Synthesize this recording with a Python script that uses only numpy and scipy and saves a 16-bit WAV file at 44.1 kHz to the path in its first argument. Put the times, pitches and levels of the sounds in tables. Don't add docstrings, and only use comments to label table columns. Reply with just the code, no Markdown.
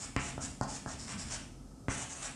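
import sys
import numpy as np
from scipy import signal
from scipy.fft import rfft, irfft, next_fast_len
from scipy.io import wavfile

SR = 44100
rng = np.random.default_rng(int(sys.argv[2]) if len(sys.argv) > 2 else 0)


def inscribe(sig):
    pcm = np.round(np.clip(np.atleast_2d(sig).T, -1, 1) * 32767)
    wavfile.write(sys.argv[1], SR, pcm.astype(np.int16))


N = 103767
T = np.arange(N) / SR

# start in seconds, length in seconds, stick level in dB, board level in dB,
# lower stick ring in Hz, its relative gain in dB, upper stick ring in Hz.
CHALK_STROKES = [(-.015, .065, -43.5, -51.5, 5430, -6, 6880), (0.183, 0.12, -45.5, -51.5, 5900, -2, 6900),
                 (0.401, 0.058, -41, -52, 5680, -2.5, 6940), (0.613, 0.025, -47.5, -57, 5000, 0, 6300),
                 (0.671, .100, -45, -54.5, 5460, -4, 6670), (0.865, 0.067, -46, -53.5, 5560, -3.5, 6580),
                 (0.974, 0.075, -48.5, -58.5, 5360, 2, 7000), (1.061, 0.068, -45, -48.5, 5500, 0.5, 6940),
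                 (1.17, .058, -44, -53, 5370, 0, 7100), (1.252, 0.12, -50, -55, 5500, 2, 6940),
                 (1.298, .053, -42.5, -49.5, 5740, 6, 6800), (1.35, 0.1, -80, -64.5, 5730, -2, 7000),
                 (1.884, 0.066, -41.5, -47, 6160, 8, 7870), (1.959, 0.078, -43, -49, 6150, -2, 6960),
                 (2.082, 0.057, -44.5, -54.5, 6200, -36, 6600), (2.145, 0.087, -48.5, -54.5, 6560, 5, 8200),
                 (2.214, 0.055, -42, -47.5, 5800, -1.5, 7040)]
# time in seconds, knock gain in dB, contact cut-off in Hz (lower is softer),
# stick tick peak in dB.
CHALK_TAPS = [(.1640, -15.5, 2740, -25), (0.379, -27.5, 1250, -54), (0.6119, -19, 1410, -27),
              (.8612, -27, 1500, -41), (1.8837, -17.5, 2400, -39)]
# frequency in Hz, relative gain in dB.
STICK_SPECTRUM = [(2500, -30.5), (4300, -1), (5000, 1.5), (7000, 1.5), (8500, 2.5), (9800, -4.5),
                  (11000, -10), (13000, -32)]
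BOARD_SPECTRUM = [(200, -14.5), (420, -2), (700, 4), (1400, 1.5), (2100, -1), (3000, -2), (4000, -7),
                  (6000, -0.5), (10000, -28.5), (14000, -33)]
KNOCK_SPECTRUM = [(60, 3.5), (250, 1), (420, 0), (650, 5), (1000, -1.5), (1500, -1.5), (2300, -5),
                  (3300, -2)]
# frequency in Hz, relative gain in dB, T60 in seconds.
PANEL_MODES = [(44.6, -33, 0.27), (74.7, -30, 0.55), (135.74, -25.5, 1.0), (200, -27.5, 0.26),
               (257.5, -21, .15), (273.4, -29, 0.86), (685, -40, 0.66), (850, -40, 0.62), (1340, -32, 0.16)]
# time in seconds, level in dB.
SHAKE_ENVELOPE = [(0, -49), (.3, -51), (.45, -43), (.56, -55.5), (.75, -49.5), (1.02, -50), (1.19, -44),
                  (1.4, -50.5), (1.6, -57.5), (1.87, -55), (2.0, -51), (2.12, -56.5), (2.35, -56.5)]
# frequency in Hz, relative gain in dB.
SHAKE_SPECTRUM = [(20, 2.5), (38, -20), (65, 3.5), (95, -1.5), (135, -1), (170, -3.5), (260, -3),
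                  (330, -17), (600, -29), (2000, -52)]
# centre in seconds, half-width in seconds, level in dB, pitch in Hz.
HAND_BUMPS = [(1.189, 0.058, -47.5, 200), (1.263, 0.036, -52, 59.5), (1.96, 0.014, -50, 129)]
# frequency in Hz, T60 in seconds.
ECHO_T60 = [(100, 0.1), (300, 0.88), (1000, 0.36), (3000, 0.57), (7000, 0.49), (12000, 0.51)]
# frequency in Hz, gain in dB.
ECHO_SPECTRUM = [(60, -10), (250, -3.5), (450, -4.5), (680, 0.5), (1000, 0.5), (1500, 3), (3000, 4.5),
                 (7000, -6.5), (12000, 5)]
# frequency in Hz, relative gain in dB.
RUMBLE_SPECTRUM = [(20, -27.5), (42, 7.5), (80, -16.5), (130, -1), (200, -10), (265, -4), (380, -15.5),
                   (700, -18.5), (1000, -27), (1400, -30.5), (2000, -40), (3800, -38.5), (5200, -31.5),
                   (8500, -33), (11000, -40.5), (14000, -79)]


def strokes(attack_s=0.023, release_s=0.0098):
    friction = grains()
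    bright = colour(friction, STICK_SPECTRUM)
    board = unit_rms(colour(friction, BOARD_SPECTRUM))
    sounds = []
    for start_s, length_s, stick_db, board_db, lower_hz, lower_db, upper_hz in CHALK_STROKES:
        pressure = np.clip((T - start_s) / attack_s, 0, 1)
        pressure *= np.exp(-np.maximum(T - start_s - length_s, 0) / release_s)
        chalk = unit_rms(stick(bright, lower_hz, upper_hz, lower_db))
        sounds.append(pressure * (from_db(stick_db) * chalk + from_db(board_db) * board))
    return sounds


def grains(rate_per_s=9000, spread_db=3.5, judder_db=0.5):
    sizes = from_db(spread_db * np.minimum(rng.exponential(1, N), 4))
    signs = rng.choice([-1, 1], N)
    breaks = rng.random(N) < rate_per_s / SR
    judder = from_db(judder_db * drift(cutoff_hz=120))
    return unit_rms(sizes * signs * breaks * judder)


def stick(x, lower_hz, upper_hz, lower_db=0, upper_db=-1, width_hz=1110):
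    lower = from_db(lower_db) * resonance(x, lower_hz, width_hz)
    upper = from_db(upper_db) * resonance(x, upper_hz, width_hz)
    return lower + upper


def taps():
    sounds = []
    for time_s, knock_db, contact_hz, tick_db in CHALK_TAPS:
        click = (np.arange(N) == int(time_s * SR)) + 1e-18
        knock = board_knock(click, contact_hz)
        tick = butter(stick(click, lower_hz=5000, upper_hz=7000), 6, [4400, 9000], "band")
        sounds.append(from_db(knock_db) * knock + from_db(tick_db) * tick / np.abs(tick).max())
    return sounds


def board_knock(click, contact_hz, crack_db=-2.5, recoil_db=-4):
    push = butter(click, 5, contact_hz)
    push /= push.max()
    crack = from_db(crack_db) * signal.fftconvolve(push, board_crack())[:N]
    recoil = from_db(recoil_db) * ring(push, hz=88, t60_s=0.021)
    modes = sum(from_db(db) * ring(push, hz, t60_s, np.pi / 2) for hz, db, t60_s in PANEL_MODES)
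    return colour(push + crack + (modes - recoil) / push.sum(), KNOCK_SPECTRUM)


def board_crack(lowest_hz=463, t60_s=0.041):
    t = T[:SR // 10]
    burst = butter(rng.standard_normal(len(t)), 2, lowest_hz, "high")
    burst *= from_db(-60 * t / t60_s)
    return burst / np.sqrt(np.sum(burst ** 2))


def board_shake(bump_width_hz=27):
    level_db = np.interp(T, *np.transpose(SHAKE_ENVELOPE))
    shake = from_db(level_db) * unit_rms(colour(rng.standard_normal(N), SHAKE_SPECTRUM))
    for centre_s, half_width_s, db, hz in HAND_BUMPS:
        band = resonance(rng.standard_normal(N), hz, bump_width_hz)
        throb = unit_rms(resonance(band, hz, bump_width_hz))
        shake += from_db(db) * throb * np.exp(-((T - centre_s) / half_width_s) ** 2)
    return shake


def echoes(sounds, patterns=4):
    return sum(classroom(sum(sounds[k::patterns])) for k in range(patterns))


def classroom(x, delay_s=0.0013, build_s=0.011):
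    t, hz = T[:SR], np.arange(SR // 2 + 1)
    white = rfft(rng.standard_normal(SR))
    build = np.clip((t - delay_s) / build_s, 0, 1)
    response = np.zeros(SR)
    for low_hz in 30 * 2 ** np.arange(10):
        octave = irfft(white * (hz >= low_hz) * (hz < 2 * low_hz), SR)
        fade = build * from_db(-60 * t / at_hz(ECHO_T60, low_hz * np.sqrt(2)))
        response += octave * fade / np.sqrt(np.sum(fade ** 2))
    return colour(signal.fftconvolve(x, response)[:N], ECHO_SPECTRUM)


def room_tone(rumble_db=-52.5, whirr_db=-73):
    whirr = resonance(rng.standard_normal(N), hz=1284, width_hz=53)
    rumble = colour(rng.standard_normal(N), RUMBLE_SPECTRUM)
    return from_db(rumble_db) * unit_rms(rumble) + from_db(whirr_db) * unit_rms(whirr)


def from_db(db):
    return 10 ** (np.asarray(db) / 20)


def unit_rms(x):
    return x / np.sqrt(np.mean(x ** 2) + 1e-20)


def at_hz(points, hz):
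    knots_hz, values = np.transpose(points)
    return np.interp(np.log(np.maximum(hz, 1)), np.log(knots_hz), values)


def butter(x, order, edge_hz, kind="low"):
    return signal.sosfilt(signal.butter(order, edge_hz, kind, fs=SR, output="sos"), x)


def colour(x, spectrum):
    size = 2 * next_fast_len(N)
    hz = np.arange(size // 2 + 1) * SR / size
    cepstrum = irfft(np.log(from_db(at_hz(spectrum, hz))))
    cepstrum[1:size // 2] *= 2
    cepstrum[size // 2 + 1:] = 0
    return irfft(rfft(x, size) * np.exp(rfft(cepstrum)))[:N]


def drift(cutoff_hz):
    return unit_rms(butter(rng.standard_normal(2 * N), 2, cutoff_hz)[N:])


def resonance(x, hz, width_hz):
    r, w = np.exp(-np.pi * width_hz / SR), 2 * np.pi * hz / SR
    numerator = np.array([1, 0, -1]) * (1 - r * r) / 2
    return signal.lfilter(numerator, [1, -2 * r * np.cos(w), r * r], x + 1e-18)


def ring(x, hz, t60_s, phase_rad=0):
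    r, w = np.exp(-np.log(1000) / (t60_s * SR)), 2 * np.pi * hz / SR
    numerator = [np.sin(phase_rad), r * np.sin(w - phase_rad)]
    return signal.lfilter(numerator, [1, -2 * r * np.cos(w), r * r], x + 1e-18)


def scene(treble_edge_hz=11800):
    sounds = taps() + strokes()
    writing = butter(sum(sounds) + echoes(sounds), 10, treble_edge_hz)
    mono = writing + board_shake() + room_tone()
    return np.array([mono, mono])


def record(dry, hiss_db=-74, low_cut_hz=29.6, stopband_hz=15300):
    hiss = from_db(hiss_db) * rng.standard_normal((2, N))
    thinned = butter(dry + hiss, 4, low_cut_hz, "high")
    return signal.sosfilt(signal.cheby2(12, 70, stopband_hz, fs=SR, output="sos"), thinned)


dry = scene()
out = record(dry)
inscribe(out)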